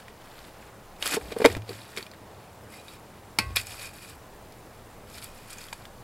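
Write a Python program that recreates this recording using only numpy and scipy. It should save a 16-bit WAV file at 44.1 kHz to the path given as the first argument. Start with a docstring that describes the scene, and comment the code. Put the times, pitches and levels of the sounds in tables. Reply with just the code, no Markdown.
"""Spade in garden soil

A small steel spade works soil beside gravel, close to a camera on a stand: filtered noise crackles as grit.
Noise bursts are cracking stones, damped low tones are knocks, and dying sines are the blade's clangs and pings.
The blade is stuck upright with a clang, then a hand rustles the soil. Hard blows shake the camera stand.
Distant town wash and light wind, both shaped noise, fill the garden."""
import sys
import numpy as np
from scipy import signal
from scipy.fft import rfft, irfft, next_fast_len
from scipy.io import wavfile
from scipy.ndimage import uniform_filter1d

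SR = 44100
rng = np.random.default_rng(int(sys.argv[2]) if len(sys.argv) > 2 else 0)


def bounce(signal):
    """Save signal as a 16-bit WAV file at the path given by the first command-line argument."""
    frames = np.transpose(np.atleast_2d(signal))
    limited = np.clip(frames, -1, 1)
    pcm = np.round(limited * 32767).astype(np.int16)
    wavfile.write(sys.argv[1], SR, pcm)


N = 265923

# Basic colour of grit, before each layer's own tilt. Each row: frequency in Hz, relative level in dB.
GRIT_COLOUR = [(600, -30), (1100, 0), (1700, 2), (2400, -0.5), (3600, -0.5), (5450, -4), (6100, -11),
               (6900, -6.5), (9000, -8), (11700, -8), (14500, -14.5), (16500, -35)]
# Stones and grit cracking. Each row: start in seconds, level in dB before the layer weights, colour in Hz.
STONE_CRACKS = [(0.082, -33, 1470), (0.39, -37, 4000), (1.025, -13, 3100), (1.066, -13.5, 3700),
                (1.075, -15.5, 11000), (1.142, -35, 7360), (1.212, -32.5, 1610), (1.322, -25, 2240),
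                (1.3645, -40, 1980), (1.386, -26, 9100), (1.405, -25, 1850), (1.418, -25, 3480),
                (1.424, -27, 2440), (1.4437, -17, 1670), (1.4448, -14, 1750), (1.4507, -5.5, 1820),
                (1.4584, -3, 1720), (1.463, -39, 1850), (1.5, -25, 1720), (1.517, -29, 4040),
                (1.526, -28, 7040), (1.55, -24, 1760), (1.62, -36, 3000), (1.6922, -27, 4500),
                (1.965, -27, 7000), (1.9731, -19.5, 2420), (1.978, -25, 5160), (1.9837, -23.5, 2430),
                (2.007, -32, 2240), (2.027, -27.5, 4600), (2.0654, -30.5, 2570), (2.114, -33.5, 4400),
                (2.136, -35.5, 1750), (2.724, -41, 8900), (2.882, -33, 3520), (3.3869, -7.5, 1530),
                (3.3872, -10, 4700), (3.5677, -9, 3350), (3.6133, -25, 8500), (3.669, -25.5, 9400),
                (3.95, -43, 6900), (3.985, -34, 2500), (4.523, -38.5, 4580), (5.099, -38.5, 7900),
                (5.144, -36, 4600), (5.1825, -33, 4460), (5.2243, -35, 4600), (5.243, -25, 10100),
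                (5.386, -41, 8920), (5.483, -36, 8000), (5.5037, -30.5, 8900), (5.5301, -27.5, 8900),
                (5.584, -28.5, 6470), (5.615, -32, 4530), (5.64, -32, 5250), (5.685, -32.5, 3000),
                (5.728, -24.5, 2620), (5.731, -26, 8000), (5.742, -40, 2500), (5.822, -39, 3500),
                (5.8535, -30, 3180)]


def gain_of(db):
    """Decibels to amplitude gain."""
    return 10 ** (np.asarray(db) / 20)


def evened(x):
    """Scales to rms 1."""
    return x / np.sqrt(np.mean(x ** 2) + 1e-20)


def add(mix, s, sound):
    """Mixes a sound in at s seconds, cut off at the end of the mix."""
    part = mix[round(s * SR):][:len(sound)]
    part += sound[:len(part)]


def coloured(x, points):
    """Filters x by a gain curve through points (Hz, dB), straight over log frequency."""
    size = next_fast_len(len(x))
    f, db = np.transpose(points)
    hz = np.fft.rfftfreq(size, 1 / SR)
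    gain = gain_of(np.interp(np.log(hz + 1), np.log(f), db))
    return irfft(rfft(x, size) * gain, size)[:len(x)]


def ring(modes, seconds, rise, tilt_db=0):
    """Sum of dying sines (Hz, dB, t60 s) with a soft start; tilt_db lifts the first mode."""
    t = np.arange(round(seconds * SR)) / SR
    total = np.zeros(len(t))
    for i, (hz, db, t60) in enumerate(modes):
        lift_db = tilt_db if i == 0 else 0
        total += gain_of(db + lift_db - 60 * t / t60) * np.sin(2 * np.pi * hz * t)
    return total * (1 - np.exp(-t / rise))


def garden():
    """A distant wash whose bands drift in patches, and lumpy wind in the bass: both are shaped noise."""
    # Colour of the wash. Each row: frequency in Hz, relative level in dB.
    wash_colour = [(41, -41), (70, -5), (118, -1), (145, -8.5), (205, -6.5), (252, -10), (488, -8.5),
                   (688, -10), (826, -10), (2010, -21), (2840, -25.5), (3260, -28.5), (14700, -35.5),
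                   (16500, -33)]
    # Swell of the wind. Each row: time in seconds, level in dB.
    wind_curve = [(0.0, -59), (1.07, -56), (1.17, -64), (2.84, -64), (3.368, -56), (6.03, -55)]
    wash_db = -49
    frames = N // 256 + 5
    real, imag, patches = rng.standard_normal((frames, 513, 3)).T
    # smoothed over frequency, then over time
    patches = evened(uniform_filter1d(uniform_filter1d(patches, 12, 0), 16, 1))
    spectrum = (real + 1j * imag) * gain_of(1.03 * patches)
    drifting = signal.istft(spectrum, nperseg=1024, noverlap=768)[1][:N]
    wash = evened(coloured(drifting, wash_colour))

    s, wind_db = np.transpose(wind_curve)
    rumble = coloured(rng.standard_normal(N), [(8, -30), (20, 16.5), (35, -7), (60, 11.5), (90, -30.0)])
    wind = evened(rumble) * gain_of(np.interp(np.arange(N) / SR, s, wind_db))
    return gain_of(wash_db) * wash + wind


def stand():
    """The camera stand hums in its low modes, each hum with a soft swell after a jolt."""
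    # Modes of the stand. Each row: frequency in Hz, relative level in dB, t60 in seconds.
    stand_modes = [(59.5, -10.5, 0.53), (87, -1.5, 0.6), (100, -5, 0.46), (107.7, -2, 0.86)]
    # Jolts through the ground. Each row: start in seconds, level in dB, lift of the lowest mode in dB.
    jolts = [(1.216, -49.5, 23.5), (1.459, -32, -18), (1.508, -31.5, -11), (1.57, -39, -11),
             (3.398, -33, -10), (3.449, -29, 8)]
    out = np.zeros(N)
    for s, db, tilt_db in jolts:
        add(out, s, gain_of(db) * ring(stand_modes, seconds=1.2, rise=0.017, tilt_db=tilt_db))
    return out


def pings():
    """Small stones slide off the lifted blade, each ringing one short note."""
    # The notes. Each row: start in seconds, level in dB, pitch in Hz.
    notes = [(2.724, -50, 2120), (2.738, -45, 2070), (2.783, -46, 2450), (2.79, -50, 3950),
             (2.882, -44, 3800)]
    t60_s = .08
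    out = np.zeros(N)
    for s, db, hz in notes:
        add(out, s, ring([(hz, db, t60_s)], seconds=.1, rise=.001))
    return out


def clangs():
    """The steel blade meets stone and rings in its modes until the soil grips it."""
    # Modes of the blade. Each row: frequency in Hz, relative level in dB, t60 in seconds.
    blade_modes = [(1095, -5.5, 0.64), (1555, -11, 0.3), (1948, -8, 0.27), (2096, -13, 0.2),
                   (2126, -9, 0.25), (2395, -9, 0.13), (2578, -4, 0.19), (2765, -12, 0.17), (4152, -5, 0.1)]
    # Blows on stone. Each row: start in seconds, level in dB, seconds until soil stops the blade,
    # lift of the lowest mode in dB.
    blows = [(3.388, -27, 0.22, -4.5), (3.569, -29.5, 0.039, -25)]
    out = np.zeros(N)
    for s, db, seconds, low_db in blows:
        sound = ring(blade_modes, seconds, rise=0.0012, tilt_db=low_db)
        grip = np.minimum(np.linspace(8, 0, len(sound)), 1)  # fades over the last eighth
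        add(out, s, gain_of(db) * sound * grip)
    return out


def knocks():
    """Blade and shaft on packed soil: a low, heavily damped wobble, roughened by crushed soil."""
    # The knocks. Each row: start in seconds, peak in dB, pitch in Hz.
    dull_knocks = [(1.024, -31, 604), (1.143, -24.5, 317), (1.169, -19, 423), (1.174, -24, 454),
                   (1.318, -26.5, 430), (1.364, -19.5, 456), (1.401, -18, 447), (1.417, -12.5, 445),
                   (1.443, -17, 517), (1.448, -4, 501), (1.451, -1.5, 462), (1.454, -17, 278),
                   (1.458, -7.5, 468), (1.466, -18, 414), (1.503, -31, 390), (1.52, -29, 415),
                   (1.547, -31.5, 580), (1.691, -29, 460), (1.705, -29.5, 388), (1.725, -36, 346),
                   (1.973, -30.5, 405), (1.99, -32, 378), (3.387, -23.5, 340), (3.387, -17, 888),
                   (3.393, -30, 220), (5.728, -28.5, 920)]
    cycles, rise_s = 9.5, .004  # cycles of the main pitch for a 60 dB decay, soft start
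    rough, length_s = .3, .12  # rms depth of the random flutter, time allotted to a knock
    out = np.zeros(N)
    spread = rng.random((len(dull_knocks), 2))
    noise = rng.standard_normal((len(dull_knocks), round(length_s * SR)))
    for (s, db, hz), (low, high), z in zip(dull_knocks, spread, noise):
        t60 = cycles / hz
        below = (hz * (0.55 + 0.15 * low), -11, t60)
        above = (hz * (1.45 + 0.4 * high), -13, t60)
        wobble = ring([(hz, 0, t60), below, above], length_s, rise_s)
        crush = evened(coloured(z, [(hz, 0), (4 * hz, -12), (16 * hz, -40)]))
        sound = coloured(wobble * (1 + rough * crush), [(hz / 4, -30), (hz / 2, 0)])  # bass cut
        add(out, s, gain_of(db) * sound / abs(sound).max())
    return out


def bells():
    """The short rings of the grit, one row for each, together of energy 1."""
    # Where grit rings. Each row: frequency in Hz, width in Hz (wider dies faster), relative level in dB.
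    grit_modes = [(2450, 90, 0), (3800, 150, -8), (4600, 80, -5), (5180, 130, -4), (7900, 120, -8),
                  (8800, 140, -7), (10200, 160, -8)]
    t = np.arange(2000) / SR
    rows = [gain_of(db) * np.exp(-np.pi * width * t) * np.sin(2 * np.pi * hz * t)
            for hz, width, db in grit_modes]
    return np.array(rows) / np.linalg.norm(rows)


def cracks():
    """Each crack is a quick noise burst; the stone it splits has its own pitch, and the grit around rings on."""
    t60_s, t60_per_db = .017, .00025  # decay of a 0 dB crack, and seconds shorter for each dB less
    sing_db = -10  # how strongly a crack sets the grit ringing
    out, t = np.zeros(N), np.arange(4000) / SR
    noise = rng.standard_normal((len(STONE_CRACKS), len(t)))
    for (s, db, hz), z in zip(STONE_CRACKS, noise):
        decay = gain_of(-60 * t / (t60_s + t60_per_db * db))
        shape = decay * (1 - np.exp(-t / 0.0004))
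        body = signal.lfilter(*signal.iirpeak(hz, 4, SR), z * shape)
        body *= np.linalg.norm(shape) / np.linalg.norm(body)  # as much energy as the envelope
        burst = coloured(z, [(hz / 4, -10), (hz, 0), (4 * hz, -5)])
        burst = evened(coloured(burst, GRIT_COLOUR)) * shape
        add(out, s, gain_of(db) * (.45 * burst + .38 * body))
    return out + gain_of(sing_db) * signal.oaconvolve(out, bells().sum(0))[:N]


def crumbling(per_s, spread_db, grain_s, hiss, count=1):
    """Noise whose level jumps with each grain that breaks, over a steady hiss; a row for each kind of grain."""
    size = gain_of(spread_db * np.minimum(rng.exponential(1, (N, count)), 3))
    breaks = rng.random((N, count)) < per_s / SR
    bursts = signal.lfilter([1], [1, -np.exp(-1 / (grain_s * SR))], (size * breaks).T)
    level = hiss + evened(bursts) + 0.5 * evened(bursts[0])  # all kinds also follow the first
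    return evened(level * rng.standard_normal((N, count)).T)


def sifted(rows):
    """Each kind of grain sounds in its own band, from small stones near 1 kHz up to dust near 14 kHz."""
    size, last = next_fast_len(N), len(rows) - 1
    khz = np.fft.rfftfreq(size, 1 / SR) / 1000
    place = np.log(khz + 1e-3) / np.log(14) * last
    distance = place.clip(0, last) - np.arange(len(rows))[:, None]
    bands = np.cos(np.pi / 2 * np.clip(distance, -1, 1))  # neighbours crossfade
    return irfft((rfft(rows, size) * bands).sum(0), size)[:N]


def stirring(t):
    """How much grit moves: the power of the strokes and of the spray thrown up by each crack."""
    # Grit moving on the blade, later under the hand: one curve for each stroke.
    # Each row of a curve: time in seconds, level in dB.
    stroke_curves = [
        [(0, -50), (.04, -66)],
        [(.2, -59.5), (.35, -55.5), (.391, -52), (.425, -56.5), (.477, -52.5), (.507, -63), (.637, -56),
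         (.7, -63)],
        [(.985, -62), (1.026, -40.5), (1.042, -39), (1.062, -28.5), (1.096, -36), (1.139, -27), (1.165, -32),
         (1.189, -60)],
        [(1.18, -53), (1.307, -48), (1.325, -40.5), (1.347, -58), (1.379, -48), (1.435, -43.5), (1.521, -43.5),
         (1.58, -58), (1.63, -75)],
        [(1.66, -60), (1.696, -45.5), (1.798, -51.5), (1.865, -53.5), (1.924, -52), (1.956, -53), (1.981, -39),
         (2.0, -48), (2.07, -60)],
        [(2.69, -65), (2.74, -51.5), (2.78, -54), (2.83, -63), (2.887, -55.5), (2.943, -53), (2.975, -65)],
        [(3.39, -30.5), (3.42, -50), (3.47, -60), (3.552, -62), (3.562, -23), (3.572, -33), (3.59, -38),
         (3.64, -52), (3.68, -73)],
        [(3.62, -61), (3.67, -50.5), (3.726, -44), (3.767, -50.5), (3.829, -42.5), (3.871, -45.5), (3.933, -65)],
        [(3.933, -53), (3.951, -53), (4.015, -55), (4.041, -47.5), (4.061, -54), (4.097, -50), (4.16, -64)],
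        [(5.07, -60), (5.102, -55), (5.182, -46), (5.21, -54.5), (5.236, -42.5), (5.294, -58.5)],
        [(5.29, -58.5), (5.436, -55), (5.47, -59), (5.511, -46.5), (5.555, -53.5), (5.613, -48.5), (5.713, -57),
         (5.86, -62)],
    ]
    spray_db, spray_slope = -28, .8  # level after a 0 dB crack, and dB for each dB of crack
    rise_s, t60_s = 0.0015, 0.062
    power = sum(gain_of(2 * np.interp(t, *np.transpose(c), -200, -200)) for c in stroke_curves)
    after = t[:SR // 4]
    spray = (gain_of(-60 * after / t60_s) * (1 - np.exp(-after / rise_s))) ** 2
    for s, db, _ in STONE_CRACKS:
        add(power, s, gain_of(2 * (spray_db + spray_slope * db)) * spray)
    return power


def strokes():
    """Coarse and fine grit crackle and now and then ring; heavier clods rumble under them."""
    # Colour of the clods. Each row: frequency in Hz, relative level in dB.
    clod_colour = [(150, -16), (300, 8.5), (450, 6), (700, 7.5), (1200, -5), (2200, -45)]
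    # What is moved, held until the next row. Each row: start in seconds, clods against the grit in dB,
    # brightness from 0 (coarse) to 1 (fine), ringing in dB.
    stuff = [(0, -5, 0.44, -17), (0.978, -10.5, 0.67, -7), (1.1, -6.5, 0.64, -6), (1.19, 0.5, 0.47, -8),
             (1.651, -12, 0.47, -9.5), (2.5, -27, 0.73, -1)  , (3.37, -1.5, 0.42, 2),
             (3.54, -18.5, 0.78, 1), (3.601, -19, 0.8, -0.5), (4.901, -22, 0.77, -5)]
    trickle_db = -62  # loose soil never quite stops settling
    t = np.arange(N) / SR
    coarse = sifted(crumbling(per_s=200, spread_db=4.5, grain_s=.002, hiss=.8, count=5))
    fine = sifted(crumbling(per_s=250, spread_db=4, grain_s=.0012, hiss=.8, count=8))
    rings = bells()
    chips = crumbling(per_s=300, spread_db=1.5, grain_s=.002, hiss=1.5, count=len(rings))
    song = evened(signal.oaconvolve(chips, rings, axes=1).sum(0)[:N])
    coarse = evened(coloured(coloured(coarse, GRIT_COLOUR), [(4500, -11.0), (7000, -16.5)]))
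    fine = evened(coloured(coloured(fine, GRIT_COLOUR), [(4500, -10.5), (7000, -1.5)]))
    lumps = crumbling(per_s=150, spread_db=3, grain_s=.006, hiss=1.2)[0]
    clods = evened(coloured(lumps, clod_colour))

    start, *columns = np.transpose(stuff)
    row = np.searchsorted(start, t, "right").clip(1) - 1
    clod_db, bright, song_db = (c[row] for c in columns)
    bright = np.clip(bright, 0, 1)
    soil = np.sqrt(1 - bright ** 2) * coarse + bright * fine + gain_of(clod_db) * clods
    power = stirring(t)
    moving = soil * np.sqrt(power + gain_of(2 * trickle_db))
    return moving + gain_of(song_db) * song * np.sqrt(power)


def walls(x):
    """Short scatter off ground, kerb and bricks: sparse taps of random sign that die fast."""
    taps = np.zeros(6000)
    at = np.arange(100, 5980, 20) + rng.integers(0, 20, 294)  # one tap in every 20 samples
    taps[at] = rng.choice([-1., 1.], len(at)) * gain_of(-60 * at / SR / 0.094)  # t60 94 ms
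    return signal.oaconvolve(x, taps / np.linalg.norm(taps))[:N]


def treble_difference(x):
    """A faint treble layer made from x with scrambled phases, added to one channel and taken from the other."""
    # Colour of the layer. Each row: frequency in Hz, gain in dB.
    treble_colour = [(3000, -56), (4500, -13), (7000, -6), (16000, -7)]
    _, _, z = signal.stft(x, SR, nperseg=128)
    turn = np.exp(2j * np.pi * rng.random(z.T.shape).T)
    turned = signal.istft(z * turn, SR, nperseg=128)[1][:N]
    return coloured(turned, treble_colour)


def scene():
    """Nearly mono; a faint treble difference between channels is made from the garden and the cracks."""
    sharp, around = cracks(), garden()
    hits = sharp + knocks() + pings()
    scatter = gain_of(-13) * walls(hits)
    mid = hits + scatter + clangs() + strokes() + stand() + around
    side = treble_difference(sharp + around)
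    return np.array([mid + side, mid - side])


def record(dry):
    """Peaks are rounded off near full scale; then a steep low-pass limits the treble."""
    edge_hz = 15900
    held = dry / (1 + dry ** 6) ** (1 / 6)
    lowpass = signal.firwin(511, edge_hz, window=("kaiser", 9), fs=SR)
    return signal.oaconvolve(held, lowpass[None], "same")


dry = scene()
out = record(dry)
bounce(out)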